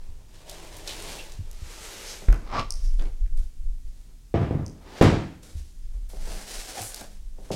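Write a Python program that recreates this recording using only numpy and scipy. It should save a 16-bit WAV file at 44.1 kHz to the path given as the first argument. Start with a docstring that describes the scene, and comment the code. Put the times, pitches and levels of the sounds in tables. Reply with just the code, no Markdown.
"""A heavy plastic and metal cabinet is unpacked in a small room, heard from a microphone on a shirt.
First a hand sweeps the lid; then the cabinet slides out of its foam and scrapes the carton's rim, all
by stick-slip friction. It is carried over and set on a table in two steps, whose impacts excite the
modes of its panels. Last, the hollow carton is dragged off and put down. Throughout, the shirt shakes
the microphone into a rumble, and the echoes of a hum filter add a short flutter."""
import sys
import numpy as np
from scipy import signal
from scipy.fft import rfft, irfft, next_fast_len
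from scipy.io import wavfile
from scipy.ndimage import uniform_filter1d

SR = 44100
rng = np.random.default_rng(int(sys.argv[2]) if len(sys.argv) > 2 else 0)


def dump(signal):
    """Clip the signal to [-1, 1] and save it as 16-bit WAV at the path in sys.argv[1]."""
    limited = np.clip(np.atleast_2d(signal).T, -1, 1)
    pcm = np.round(limited * 32767).astype(np.int16)
    wavfile.write(sys.argv[1], SR, pcm)


N = 333306
T = np.arange(N) / SR

# Blows as the cabinet comes free, lands and rocks. Each row: start in seconds, level in dB,
# contact cut-off in Hz, relative levels of dense ringing and of table boom in dB.
CABINET_BLOWS = [(2.284, -25, 1000, -2, -22), (2.326, -26.5, 1000, 2, -30), (2.992, -36.5, 1800, 1.5, -33),
                 (3.055, -38, 1500, -12, -30), (4.341, -8.5, 1300, -2, -6), (4.378, -26.5, 700, 0, 6),
                 (4.415, -23, 1100, 9, -12), (4.508, -12, 380, -0.5, -11), (4.55, -21, 220, 5.5, 2.5),
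                 (4.593, -23, 304, 4, 5.5), (5.012, -0.5, 5950, -0.5, -22), (5.055, -14.5, 2480, 7.5, -7),
                 (5.124, -7.5, 252, -3.5, -7), (5.165, -14, 147, -11, -13)]
# Modes of the cabinet and the empty carton. Each row: frequency in Hz, level in dB, T60 in seconds.
PANEL_MODES = [(108.4, -7, 0.51), (142.7, -19, 0.33), (182.6, -17, 1), (214.7, -11.5, 0.18),
               (290, -25, 0.38), (314, -22, 0.75), (354.5, -11, 0.28), (390, -23.5, .3), (426, -23, 0.16),
               (450, -27, 0.19), (560, -24.5, 0.24), (632.5, -26.5, 0.26), (678, -11, 0.25),
               (799, -11.5, 0.1), (1002, -22.5, 0.4), (1190, -22.5, 0.44), (1460, -29, 0.2)]
CARTON_MODES = [(100.5, -23, 0.22), (164.6, -17, 0.21), (201, -20.5, 0.48), (297, -17.5, 0.102),
                (377, -11, 0.056), (552, -7, 0.026), (569, -21, 0.24), (630, -10.5, 0.016),
                (770, -18, 0.053), (850, -16.5, 0.032)]
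# Decay of the cabinet's and room's overlapping modes. Each row: frequency in Hz, T60 in seconds.
DENSE_T60 = [(50, 0.46), (200, 0.52), (500, 0.49), (2000, 0.5), (6000, 0.58), (14000, 0.38)]
# Taps on the carton. Each row: start in seconds, level in dB.
CARTON_TAPS = [(2.221, -30), (6.134, -31), (6.274, -30.5), (6.31, -34.5), (7.011, -34), (7.385, -34),
               (7.5051, -13), (7.522, -31)]

# Sliding strokes. Each row: time of full speed, attack, hold and release in seconds,
# level of the panel's drone in dB, level of the surface grit in dB.
HAND_STROKES = [(0.0, 0.15, 0.23, .3, -65.5, -70.5), (0.33, 0.14, 0.12, 0.054, -61, -63),
                (0.497, 0.11, 0.375, 0.11, -50.5, -52), (0.878, 0.027, 0.28, 0.27, -46, -43.5),
                (1.475, 0.02, 0.024, 0.18, -60.5, -84)]
FOAM_STROKES = [(1.74, 0.28, .4, 0.26, -52, -45), (1.97, 0.18, 0.11, 0.29, -54.5, -49)]
FEET_STROKES = [(4.88, 0.13, .13, 0.026, -49, -62), (4.96, 0.18, 0.044, 0.025, -49.5, -53.5)]   # the cabinet's feet, before the second step
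CARTON_STROKES = [(6.097, .015, 0.23, 0.14, -63, -58), (6.28, 0.17, .13, 0.16, -49.5, -47),
                  (6.48, 0.089, 0.18, .25, -51.5, -43.5), (6.64, 0.39, 0.3, 0.24, -54, -47),
                  (6.79, 0.12, 0.029, 0.081, -42.5, -40), (7.014, 0.0092, 0.0046, 0.065, -44.5, -54)]   # gripped, dragged, pulled faster, tipped over the edge, let slip
SHIRT_STROKES = [(2.76, 0.036, 0.077, 0.41, -62.5, -56.5), (3.005, .015, 0.018, 0.15, -48.5, -73),
                 (3.378, 0.022, 0.0086, .15, -60, -57), (3.88, .1, 0.16, 0.091, -72.5, -69.5),
                 (4.09, .04, 0.016, 0.058, -64.5, -74), (5.432, 0.014, 0.023, 0.23, -55, -53.5),
                 (5.55, 0.059, 0.023, 0.41, -72, -58.5), (5.95, .12, 0.017, .07, -64.5, -69),
                 (7.44, 0.12, 0.15, .1, -59, -61)]

# Noise spectra. Each row: frequency in Hz, relative spectral density in dB.
DENSE_SPECTRUM = [(30, -7), (70, 5.5), (130, 3.5), (300, -0.5), (480, -7), (800, -11.5), (1500, -15.5),
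                  (2300, -17.5), (3200, -22.5), (5000, -26.5), (7700, -31), (10000, -39.5), (16000, -52.5)]   # overlapping modes
HAND_SPECTRUM = [(110, -2), (180, -2.5), (230, -10), (299, -4.5), (334, -1.5), (419, -3), (566, -4.5),
                 (750, -7), (957, -7.5), (1270, -17.5), (3240, -13.5), (8450, -18.5), (13500, -29),
                 (16000, -35)]   # hand on lid
FOAM_SPECTRUM = [(110, -45), (180, 6), (209, -3), (443, 7), (736, -2.5), (808, -0.5), (1050, -6),
                 (1270, -7.5), (1530, -11), (6870, -12.5), (13300, -23.5), (16000, -39)]   # foam on cabinet
FEET_SPECTRUM = [(88, -22.5), (150, -1), (197, -11), (259, -4), (303, -5.5), (612, -7), (689, -6),
                 (1290, -14), (4410, -13), (16000, -37)]   # feet on table
CARTON_SPECTRUM = [(82, -36), (140, -29), (200, -2.5), (244, -6.5), (377, -1.5), (469, -2), (770, -1),
                   (921, -7.5), (1170, -11), (1570, -8), (2970, -7), (5070, -4), (9370, -7.5),
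                   (16000, -22.5)]   # carton on table
SHIRT_SPECTRUM = [(120, -36), (200, -0.5), (416, -5), (558, -6), (1000, -14.5), (1140, -16.5), (3560, -7),
                  (5520, -5.5), (10100, -9), (16000, -25)]   # cloth on arms and cabinet
SCRAPE_SPECTRUM = [(53, -37.5), (90, 7.5), (192, -9), (233, 0), (300, -6), (348, -8), (395, -6.5),
                   (744, -3.5), (862, -7.5), (1130, -7), (1690, -15.5), (2230, -12.5), (2870, -20),
                   (5190, -20), (14000, -60)]   # cabinet on the carton's rim
RUMBLE_SPECTRUM = [(8.2, -22), (14, 3.5), (27, 2), (39, -7), (52, -9), (90, -33.5), (123, -54),
                   (260, -61.5), (340, -71), (570, -120)]   # shaken microphone
AIR_SPECTRUM = [(15, -25), (25, 3), (49, -4), (123, -15), (326, -28.5), (575, -40.5), (695, -38.5),
                (1290, -42.5), (6740, -39), (9570, -41.5), (14800, -48.5), (16000, -49)]   # quiet room

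# Card, foam and cloth singing as they slip. Each row: peak time and half-length in seconds,
# frequency and bandwidth in Hz, level in dB.
SQUEAKS = [(0.506, 0.044, 630, 150, -48.5), (0.901, 0.021, 3350, 1600, -40),
           (1.198, 0.012, 2850, 900, -42.5), (1.84, .05, 8000, 2500, -52),
           (2.099, 0.049, 5200, 3540, -42.5), (2.557, 0.033, 950, 600, -32), (2.586, .016, 1160, 60, -22.5),
           (2.86, 0.039, 5400, 1400, -54.5), (6.789, 0.017, 778, 119, -38.5),
           (6.855, 0.055, 8400, 6600, -40)]
# Dry snaps of plastic and card. Each row: start in seconds, peak level in dB,
# frequency and bandwidth in Hz, T60 in seconds.
SNAPS = [(0.4963, -22.5, 4330, 8700, .03), (0.7672, -31, 7000, 12000, 0.048),
         (.8755, -21, 4000, 6040, 0.047), (0.899, -32, 3450, 4500, 0.051), (1.024, -23, 6000, 9000, .007),
         (1.3207, -29.5, 4400, 7500, 0.045), (1.514, -28, 6000, 12300, .005),
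         (2.286, -24.5, 1300, 1200, 0.019), (2.3273, -28, 1160, 1190, 0.049),
         (2.327, -26, 3940, 11900, .006), (2.596, -21, 2800, 3000, .035), (2.9955, -34, 1990, 3000, .03),
         (3.023, -35, 4450, 7000, .013), (3.0554, -40.5, 2270, 2500, 0.033), (3.261, -49, 1670, 810, 0.026),
         (3.3736, -41, 6900, 10000, 0.035), (5.0256, -16, 6560, 11900, .005), (5.43, -38, 6460, 10100, .05),
         (6.09, -44, 10000, 10000, 0.37), (6.818, -18.5, 6000, 12000, .035),
         (6.945, -16.5, 4400, 11800, 0.014), (7.011, -26, 6000, 14000, 0.0051),
         (7.5158, -26, 2000, 7000, 0.68)]
# Clicks of a small hard part of the cabinet. Each row: start in seconds, peak level in dB.
CLICKS = [(2.7062, -15), (4.6637, -29)]
# Resonances of that part. Each row: frequency and bandwidth in Hz, relative level in dB.
CLICK_MODES = [(5570, 2300, 6.5), (7800, 2100, -2)]
# Body movements that tug the shirt. 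Each row: peak time and half-length in seconds, level in dB.
SWAYS = [(0.057, 0.11, -36), (0.85, 0.62, -49), (1.49, 0.24, -38.5), (2.507, 0.24, -37), (2.94, 0.17, -20),
         (3.227, 0.025, -18), (3.374, 0.074, -19), (3.676, 0.086, -24), (3.868, .04, -30.5),
         (4.045, 0.12, -44), (5.59, .06, -37), (5.94, 0.14, -31), (6.253, 0.12, -29.5), (6.576, 0.032, -36),
         (7.277, 0.18, -36.5)]
# Soft bumps on the microphone. Each row: start in seconds, level in dB, frequency in Hz, T60 in seconds.
BUMPS = [(0.088, -32, 66.5, 0.17), (1.392, -21.5, 92, 0.092), (1.62, -25, 63, 0.14),
         (2.285, -2.5, 39.6, 0.18), (5.014, -25, 36.4, 0.65), (5.553, -24, 67.5, 0.29),
         (6.806, -33, 105, 0.19)]


def cabinet_knocks():
    """An impact excites the modes of panels and table; the softer the contact, the less treble."""
    out, t = np.zeros(N), T[:SR]
    thud = np.sin(2 * np.pi * 440 * t) * (t / .0019) * np.exp(1 - t / .0013)
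    for start, db, contact_hz, dense_db, boom_db in CABINET_BLOWS:
        panels = from_db(-9.5) * struck(PANEL_MODES, uneven_db=1.5)
        dense = from_db(dense_db - 11.5) * dense_ring()
        cabinet = filtered(panels + thud + dense, contact_hz, "low", order=1)
        table = from_db(boom_db) * boom(hz=142, t60=.11)
        add(out, start, from_db(db) * (cabinet + table))
    return out


def dense_ring():
    """Closely spaced modes overlap into noise, each octave decaying at its own rate."""
    spectrum = rfft(coloured(rng.standard_normal(SR), DENSE_SPECTRUM))
    out, hz = 0, np.arange(SR // 2 + 1)
    for centre_hz in 16 * 2. ** np.arange(11):
        octave = np.maximum(1 - abs(np.log2((hz + 1) / centre_hz)), 0)
        decay = from_db(-60 * T[:SR] / at_hz(DENSE_T60, centre_hz))
        out = out + irfft(spectrum * octave, SR) * decay
    return out


def rubbing():
    """Sliding friction: each pair of surfaces has its own roughness and spectrum."""
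    hand = rub(HAND_STROKES, HAND_SPECTRUM, friction(2000, 3, .95), judder_db=1.6, bite_db=3)
    foam = rub(FOAM_STROKES, FOAM_SPECTRUM, friction(7300, 5.5, 1.4), judder_db=.6, bite_db=-2)
    feet = rub(FEET_STROKES, FEET_SPECTRUM, friction(6600, .5, 1.2), judder_db=1, bite_db=4.5)
    carton = rub(CARTON_STROKES, CARTON_SPECTRUM, friction(1800, 3, .9), judder_db=2.3, bite_db=.1)
    shirt = rub(SHIRT_STROKES, SHIRT_SPECTRUM, friction(1800, 3, 1.15), judder_db=2.5, bite_db=-.9)
    return hand + foam + feet + carton + shirt


def rub(strokes, spectrum, force, judder_db, bite_db):
    """Friction drives a low drone in the panel and radiates high grit; both grow with sliding speed."""
    drone, grit = 0, 0
    bite_s, crossover_hz = .056, 1500
    for time, attack, hold, release, drone_db, grit_db in strokes:
        speed = envelope(time, attack, hold, release)
        grip_db = bite_db * swell(T - time - bite_s / 2, bite_s)   # grip changes on reaching full speed
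        drone = np.hypot(drone, from_db(drone_db) * speed)   # strokes add in power
        grit = np.hypot(grit, from_db(grit_db + grip_db) * speed)
    noise = coloured(force, spectrum)
    low = rms_one(filtered(noise, crossover_hz, "low", order=4))
    high = rms_one(filtered(noise, crossover_hz, "high", order=4))
    return (drone * low + grit * high) * from_db(judder_db * drift(70))


def friction(slips_per_s, spread_db, smooth_gain):
    """Stick-slip motion gives random impulses of uneven size over the noise of smooth sliding."""
    slip_chance = slips_per_s * from_db(3 * drift(40)) / SR
    slips = (rng.random(N) < slip_chance) * rng.choice([-1, 1], N)
    sizes = from_db(spread_db * np.minimum(rng.exponential(1, N), 4))
    return rms_one(slips * sizes) + smooth_gain * rng.standard_normal(N)


def rim_scrape():
    """Growing friction forces the carton's rim into resonance until the cabinet comes free."""
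    force = from_db(-26.5) * envelope(2.587, attack=.1, hold=.013, release=.012)
    drag = force * coloured(friction(slips_per_s=1800, spread_db=4.5, smooth_gain=.74), SCRAPE_SPECTRUM)
    return drag + from_db(2) * resonate(drag, hz=1182, width_hz=95)


def squeaks():
    """Stick-slip briefly favours one resonance: a squeak if narrow, a hiss if broad."""
    out, t = np.zeros(N), T[:SR // 2] - .25
    for time, half_length, hz, width_hz, db in SQUEAKS:
        band = rms_one(peaked(rng.standard_normal(len(t)), hz, width_hz))
        add(out, time + t[0], from_db(db) * swell(t, half_length) * band)
    return out


def carton_taps():
    """The heavily damped modes of the empty carton answer each tap with a hollow knock."""
    out = np.zeros(N)
    for start, db in CARTON_TAPS:
        add(out, start, from_db(db) * filtered(struck(CARTON_MODES, uneven_db=0), 1550, "low"))
    return out


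def snaps_and_clicks():
    """An impulse excites one broad resonance in plastic or card, two narrower ones in the hard part."""
    out = np.zeros(N)
    for start, db, hz, width_hz, t60 in SNAPS:
        snap = peaked(crackle(t60), hz, width_hz)
        add(out, start, from_db(db) * snap / np.max(abs(snap)))
    for start, db in CLICKS:
        impulse = crackle(t60=.0071)
        ring = sum(from_db(level) * peaked(impulse, hz, width_hz) for hz, width_hz, level in CLICK_MODES)
        click = filtered(ring, 4600, "high", order=6)
        add(out, start, from_db(db) * click / np.max(abs(click)))
    return out


def microphone_rumble():
    """Structure-borne sound: body movements shake the microphone, and bumps set it swinging briefly."""
    stirring = from_db(-55)
    motion = stirring + sum(from_db(db) * swell(T - time, half_length) for time, half_length, db in SWAYS)
    shake = coloured(rng.standard_normal(N), RUMBLE_SPECTRUM)
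    local_rms = np.sqrt(uniform_filter1d(shake ** 2, SR // 12) + .044)
    out = motion * shake / local_rms   # evened out, so the motion sets the level
    for start, db, hz, t60 in BUMPS:
        add(out, start, from_db(db) * boom(hz, t60))
    return out


def room(x, wet_db):
    """Reverberation: diffuse reflections arrive after a short gap and decay exponentially."""
    t, t60, gap_s = T[:SR], .5, .006
    tail = rng.standard_normal(SR) * from_db(-60 * t / t60) * (t > gap_s)
    tail = filtered(tail, 9000, "low", order=1)
    return x + from_db(wet_db) * signal.fftconvolve(x, tail / np.linalg.norm(tail))[:N]


def room_air():
    """The ambient noise floor is steady and strongest in the bass."""
    return from_db(-51) * coloured(rng.standard_normal(N), AIR_SPECTRUM)


def struck(modes, uneven_db):
    """Free vibration is a sum of damped sinusoids, their levels scattered by uneven_db at each blow."""
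    t, scatter_db = T[:SR], rng.normal(0, uneven_db, len(modes))
    return sum((-1) ** k * from_db(db + scatter_db[k] - 60 * t / t60) * np.sin(2 * np.pi * hz * t)
               for k, (hz, db, t60) in enumerate(modes))


def boom(hz, t60):
    """A single damped mode, softly struck."""
    t = T[:SR]
    return from_db(-60 * t / t60) * np.sin(2 * np.pi * hz * t) * (1 - np.exp(-t / .0012))


def crackle(t60):
    """Broadband excitation: an impulse, then decaying noise."""
    t = T[:SR // 5]
    return 7 * (t == 0) + rng.standard_normal(len(t)) * from_db(-60 * t / t60)


def envelope(time, attack, hold, release):
    """Exponential rise to 1 at the given time, hold and fall; attack and release each span 20 dB."""
    before = np.maximum(time - T, 0) / attack
    after = np.maximum(T - time - hold, 0) / release
    return from_db(-20 * np.minimum(before + after, 10))


def swell(t, half_length):
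    """A Gaussian bell, down to 1/e at half_length either side of t = 0."""
    return np.exp(-np.minimum((t / half_length) ** 2, 20))


def drift(per_s):
    """Random modulation: straight lines join per_s Gaussian values a second."""
    return np.interp(T * per_s, np.arange(4096), rng.standard_normal(4096))


def resonate(x, hz, width_hz):
    """A two-pole resonator with unit gain at its peak."""
    radius = np.exp(-np.pi * width_hz / SR)
    feedback = [1, -2 * radius * np.cos(2 * np.pi * hz / SR), radius ** 2]
    return signal.lfilter(np.array([1, 0, -1]) * (1 - radius ** 2) / 2, feedback, x)


def peaked(x, hz, width_hz):
    """Two resonators in cascade give steeper skirts."""
    return resonate(resonate(x, hz, width_hz), hz, width_hz)


def coloured(x, spectrum):
    """Spectral shaping to unit rms, with a steep roll-off past the table's ends."""
    size = next_fast_len(len(x))
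    hz = np.arange(size // 2 + 1) * SR / size
    roll_off = np.minimum(hz / spectrum[0][0], 1) ** 2 * np.minimum(spectrum[-1][0] / (hz + 1), 1) ** 4
    gain = from_db(at_hz(spectrum, hz)) * roll_off
    return rms_one(irfft(rfft(x, size) * gain, size)[:len(x)])


def filtered(x, hz, kind, order=2):
    """A causal Butterworth filter."""
    return signal.sosfilt(signal.butter(order, hz, kind, fs=SR, output="sos"), x)


def at_hz(points, hz):
    """Interpolation on a log-frequency axis."""
    frequencies, values = np.transpose(points)
    return np.interp(np.log(np.maximum(hz, 1)), np.log(frequencies), values)


def from_db(db):
    """Decibels to amplitude ratio."""
    return 10 ** (np.asarray(db) / 20)


def rms_one(x):
    """Scaling to unit rms."""
    return x / np.sqrt(np.mean(x ** 2) + 1e-20)


def add(out, start_s, sound):
    """Superposition of a sound from start_s on."""
    start = int(start_s * SR)
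    out[start:start + len(sound)] += sound[:max(N - start, 0)]


def scene():
    """The handling sounds superpose on the quiet of the room."""
    air = room_air()
    slipping = room(rim_scrape(), wet_db=-17) + squeaks()
    taps = room(carton_taps(), wet_db=-6.5)
    handling = rubbing() + slipping + taps + room(snaps_and_clicks(), wet_db=-13) + cabinet_knocks()
    return (handling + microphone_rumble() + air)[None]


def hum_filter(x, mains_hz, memory, depth):
    """Comb filtering: subtracting an average of past mains cycles leaves inverted echoes a cycle apart."""
    cycle = round(SR / mains_hz)
    hum = np.zeros((len(x), N + 2 * cycle))
    for i in range(0, N - cycle, cycle):
        hum[:, i + cycle:i + 2 * cycle] = memory * hum[:, i:i + cycle] + (1 - memory) * x[:, i:i + cycle]
    return x - depth * hum[:, :N]


def record(dry):
    """After the hum filter, soft saturation rounds the peaks and a steep low-pass limits the band."""
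    ceiling, cutoff_hz = .95, 15900
    x = hum_filter(dry, mains_hz=60, memory=.48, depth=.9)
    rounded = x / (1 + (x / ceiling) ** 6) ** (1 / 6)
    return signal.sosfilt(signal.ellip(10, .2, 80, cutoff_hz, fs=SR, output="sos"), rounded)


dry = scene()
out = record(dry)
dump(out)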